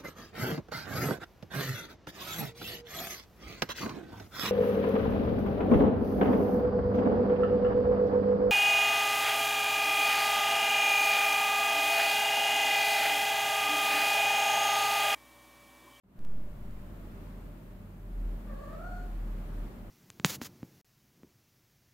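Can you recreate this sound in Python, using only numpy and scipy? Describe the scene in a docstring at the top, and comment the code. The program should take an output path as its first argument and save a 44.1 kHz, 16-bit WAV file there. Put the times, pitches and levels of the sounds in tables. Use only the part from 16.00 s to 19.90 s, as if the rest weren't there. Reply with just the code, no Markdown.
"""A cat's trill in a tiled room

A cat gives one soft, rising trill with its mouth closed. A flutter in its throat makes the voice
pulse, its throat and nose shape the tone, and the tiled room adds a short echo.
Behind it, a deep swelling drone, a faint machine hum, room rumble and hiss fade in.
Three tiny ticks come near the start."""
import sys
import numpy as np
from scipy import signal
from scipy.fft import rfft, irfft
from scipy.io import wavfile

SR = 44100
rng = np.random.default_rng(int(sys.argv[2]) if len(sys.argv) > 2 else 0)


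def persist_wave(psi):
    """Save psi, clipped to +-1, as 16-bit WAV."""
    counts = np.round(np.clip(psi, -1, 1) * 32767).astype(np.int16)
    wavfile.write(sys.argv[1], SR, np.atleast_2d(counts).T)


N = 171990


def from_db(db):
    """Turn decibels into a number to multiply a sound by."""
    return 10 ** (np.asarray(db) / 20)


def rms_one(x):
    """Scale a signal so that its average strength (rms) is 1."""
    return x / np.sqrt(np.mean(x ** 2) + 1e-20)


def in_time(rows):
    """Join a table's points in time with straight lines: one curve per value column."""
    times, *columns = np.transpose(rows)
    return [np.interp(np.arange(N) / SR, times, column) for column in columns]


def at_hz(points, hz):
    """Read a table at any frequency, giving each octave equal space."""
    table_hz, values = np.transpose(points)
    return np.interp(np.log(np.maximum(hz, 1)), np.log(table_hz), values)


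def running_phase(hz):
    """How far a wave of changing pitch has turned, in radians."""
    return 2 * np.pi * np.cumsum(hz) / SR


def panned(pan_db):
    """Left and right gains; a positive pan_db leans left."""
    return from_db(np.array([[.5], [-.5]]) * pan_db)


def drift(rate_hz):
    """A random wander of typical size 1, mostly slower than rate_hz."""
    hz = np.arange(N // 2 + 1) * SR / N
    return rms_one(irfft(rfft(rng.standard_normal(N)) / (1 + (hz / rate_hz) ** 2), N))


def shaped_noise(spectrum, lean=None):
    """Stereo noise with a given tone colour: centred in the bass, spread wide in the treble."""
    # how alike left and right are: frequency_hz, correlation
    likeness = [(50, 0.73), (150, 1), (350, 0.73), (700, 0.32), (1400, 0), (3000, 0), (15000, 0.021)]
    hz = np.arange(N // 2 + 1) * SR / N
    mid, side = rfft(rng.standard_normal((2, N))) * from_db(at_hz(spectrum, hz)) * (hz > 20)
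    alike = np.clip(at_hz(likeness, hz), -1, 1)
    stereo = np.sqrt(1 + alike) * mid + np.sqrt(1 - alike) * side * [[1], [-1]]
    balance = panned(at_hz(lean, hz)) if lean else 1
    return rms_one(irfft(balance * stereo, N))


def rumble_and_hiss():
    """The room's low rumble and thin hiss, rising and falling together."""
    # tone colour of the rumble: frequency_hz, relative_db
    rumble_colour = [(50, -14), (75, -21), (100, -22.5), (125, -25), (180, -20), (260, -24.5), (390, -30),
                     (470, -34), (580, -32.5), (700, -36.5), (850, -38), (1200, -39.5), (2500, -49),
                     (4000, -55.5), (6000, -62.5), (9000, -68)]
    # tone colour of the hiss: frequency_hz, relative_db
    hiss_colour = [(2000, -33), (5000, -14.5), (7000, 1.5), (9000, -0.5), (12000, 3.5), (15000, 7.5),
                   (17000, -9.5)]
    # which side the noise leans to: frequency_hz, left_minus_right_db
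    lean = [(120, 0), (350, -0.4), (800, 2.6), (1500, -0.5), (3000, 2.3), (5500, -6.5), (7500, -2),
            (9500, 6.5), (12000, 2), (15000, 1.5)]
    # the rumble's rise and fall, which the hiss follows more gently: time_s, change_db
    swell = [(0.3, -1), (0.5, 0), (1.25, 3), (1.6, 0), (2.02, -2), (2.3, 3), (2.45, 2), (3.15, 3.5),
             (3.66, 5), (3.8, 2), (3.9, 1.5)]
    swell_db, = in_time(swell)
    low_cut = signal.butter(2, 60, "high", fs=SR, output="sos")
    rumble = rms_one(signal.sosfilt(low_cut, shaped_noise(rumble_colour, lean)))
    hiss = shaped_noise(hiss_colour, lean)
    return from_db(-46.5 + swell_db) * rumble + from_db(-67 + 0.63 * swell_db) * hiss


def machine_hum():
    """A machine's few low tones, each wavering a little."""
    # the tones of the hum: pitch_hz, relative_db
    tones = [(96, -53.5), (117, -60.5), (151, -57.5), (189, -57), (215, -57), (396, -69), (593, -65)]
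    t, hum = np.arange(N) / SR, np.zeros(N)
    for hz, db in tones:
        waver = 1 + 0.44 * drift(rate_hz=5.1)
        phase = 2 * np.pi * hz * t + 0.31 * drift(rate_hz=1.1)
        hum += np.sqrt(2) * from_db(db) * waver * np.sin(phase)
    return hum


def drone():
    """One deep tone that swells and sinks."""
    # the drone's path: time_s, pitch_hz, relative_db
    path = [(0.17, 42, -72), (0.28, 42, -43.5), (1.1, 42, -41.5), (1.55, 41, -41.5), (1.63, 41, -54),
            (1.69, 41, -43), (1.87, 41, -50), (2.08, 41, -39), (2.18, 40, -30), (2.27, 39.5, -27.5),
            (2.36, 40, -32), (2.43, 44, -41), (2.52, 41, -34), (2.64, 41, -44), (2.93, 41, -35),
            (3.25, 39.5, -30.3), (3.35, 38.4, -31.3), (3.45, 38.3, -36.5), (3.63, 38.3, -30.5),
            (3.73, 39.6, -49), (3.80, 40, -43)]
    hz, db = in_time(path)
    return np.sqrt(2) * from_db(db) * np.sin(running_phase(hz))


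def mic_settling():
    """The microphone's offset settling: a slow swing that soon dies away, too low to hear."""
    start_s, swing_hz, decay_s = 0.18, 1.34, 0.23
    age = np.maximum(np.arange(N) / SR - start_s, 0)
    return from_db(-20) * np.sin(2 * np.pi * swing_hz * age) * np.exp(-age / decay_s)


def ticks():
    """Tiny dry clicks, each a dulled spike with a trace of grit behind it."""
    # the clicks before they are dulled: start_s, level_db, left_minus_right_db
    events = [(0.1915, -32, 3), (0.2500, -25.5, .5), (0.7094, -34, .5)]
    grit_decay_s, dull_above_hz = .0007, 1610
    t, clicks = np.arange(N) / SR, np.zeros((2, N))
    for start_s, level_db, pan_db in events:
        decay = (t >= start_s) * np.exp(-np.abs(t - start_s) / grit_decay_s)
        click = from_db(-18.5) * decay * rng.standard_normal((2, N))
        click[:, int(start_s * SR)] += 1
        clicks += from_db(level_db) * panned(pan_db) * click
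    smoothing = np.exp(-2 * np.pi * dull_above_hz / SR)
    return signal.lfilter([1 - smoothing], [1, -smoothing], clicks + 1e-18)


def room_echo(sound):
    """Many reflections off the tiles blur into a tail about half a second long."""
    low_fade_s, high_fade_s, split_hz = 0.52, 0.53, 2500   # a fade is the time to fall by 60 dB
    t = np.arange(SR) / SR
    noise = shaped_noise([(100, 0), (10000, 0)])[:, :SR]
    low = signal.sosfilt(signal.butter(2, split_hz, fs=SR, output="sos"), noise)
    high = signal.sosfilt(signal.butter(2, split_hz, "high", fs=SR, output="sos"), noise[::-1, ::-1])
    tail = low * from_db(-60 * t / low_fade_s) + high * from_db(-60 * t / high_fade_s)
    tail *= t > .004   # a gap before the first reflection
    return signal.fftconvolve(sound[None], rms_one(tail) / np.sqrt(SR), axes=1)[:, :N]


def cat_trill():
    """A rising, slightly raspy voice, chopped by a throat flutter that eases towards the end."""
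    # the tune of the trill: time_s, pitch_hz
    tune = [(2.46, 595), (2.52, 553), (2.60, 562), (2.68, 580), (2.75, 615), (2.80, 665), (2.835, 706),
            (2.94, 722), (2.99, 704)]
    # how strongly the cat voices it: time_s, relative_db
    effort = [(2.44, -71), (2.48, -57), (2.53, -48), (2.57, -50), (2.64, -47), (2.72, -51), (2.80, -48.5),
              (2.85, -44.5), (2.965, -46.5), (3.005, -68)]
    # how much the throat flutters: time_s, depth_0_to_1
    flutter_depth = [(2.46, .9), (2.53, .6), (2.64, .6), (2.73, .95), (2.82, .8), (2.90, .5), (2.97, .3)]
    # how the throat and nose boost or soften the overtones: frequency_hz, gain_db
    throat = [(550, 1.5), (720, -1), (1120, -7), (1430, -3), (1680, -14), (2150, -32.5), (2900, -45),
              (3900, -51), (4350, -32), (5000, -53), (6500, -47), (7500, -45), (9500, -55)]
    # tone colour of the thin nasal edge: frequency_hz, relative_db
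    edge_colour = [(3900, -18), (4280, 0), (4500, -1), (5100, -20), (6200, -7.5), (6800, -7.5),
                   (7500, -4.5), (8600, -17), (12000, -34)]
    # strength of that edge: time_s, relative_db
    edge_level = [(2.50, -92), (2.60, -76), (2.78, -80), (2.84, -77), (2.93, -75.5), (2.98, -72),
                  (3.03, -79)]
    # tone colour of the breathy rasp: frequency_hz, relative_db
    rasp_colour = [(200, -19), (600, 3), (1300, 0.5), (1950, 0), (2600, -16.5), (3500, -11), (5500, -24),
                   (8000, -35), (14000, -45)]
    # strength of that rasp: time_s, relative_db
    rasp_level = [(2.43, -81.5), (2.48, -62), (2.55, -68), (2.69, -70.5), (2.715, -56), (2.76, -63),
                  (2.81, -76), (2.97, -76), (3.03, -85)]
    flutter_hz, pitch_wobble, pitch_jitter, shimmer_db = 42, .042, .032, 2.2
    pitch, = in_time(tune)
    depth, = in_time(flutter_depth)
    flutter = np.sin(running_phase(flutter_hz * (1 + 0.116 * drift(rate_hz=15.6))))
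    pitch *= 1 + pitch_wobble * depth * flutter + pitch_jitter * depth * drift(rate_hz=80)
    phase = running_phase(pitch)
    voice = sum(from_db(at_hz(throat, k * pitch)) * np.sin(k * phase) for k in range(1, 15))
    voice *= np.sqrt(2) * from_db(in_time(effort)[0] + shimmer_db * drift(rate_hz=30))
    edge = from_db(in_time(edge_level)[0]) * shaped_noise(edge_colour)[0]
    rasp = from_db(in_time(rasp_level)[0]) * shaped_noise(rasp_colour)[0]
    rasp *= 1 + 0.42 * np.cos(phase)   # the breath pulses with each vibration of the voice
    t = np.arange(N) / SR
    sounding = (t > rasp_level[0][0]) & (t < rasp_level[-1][0])
    return (voice + edge + rasp) * (1 + 0.67 * depth * flutter) * sounding


def scene():
    """The cat and its echo over a background that fades in."""
    # the background's fade-in, held at its last value: time_s, gain_db
    fade_in = [(0, -75), (0.028, -59), (0.036, -23), (0.1, -15.5), (0.16, -10.5), (0.21, -6), (0.3, -4)]
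    trill = cat_trill()
    cat = panned(pan_db=.8) * (from_db(-5.5) * trill + from_db(-1.7) * room_echo(trill))
    fade = from_db(in_time(fade_in)[0])
    return cat + ticks() + mic_settling() + fade * (rumble_and_hiss() + machine_hum() + drone())


def record(dry):
    """Cut off the very highest treble steeply."""
    cutoff_hz = 15650
    return signal.sosfilt(signal.ellip(12, .1, 90, cutoff_hz, fs=SR, output="sos"), dry)


dry = scene()
out = record(dry)
persist_wave(out)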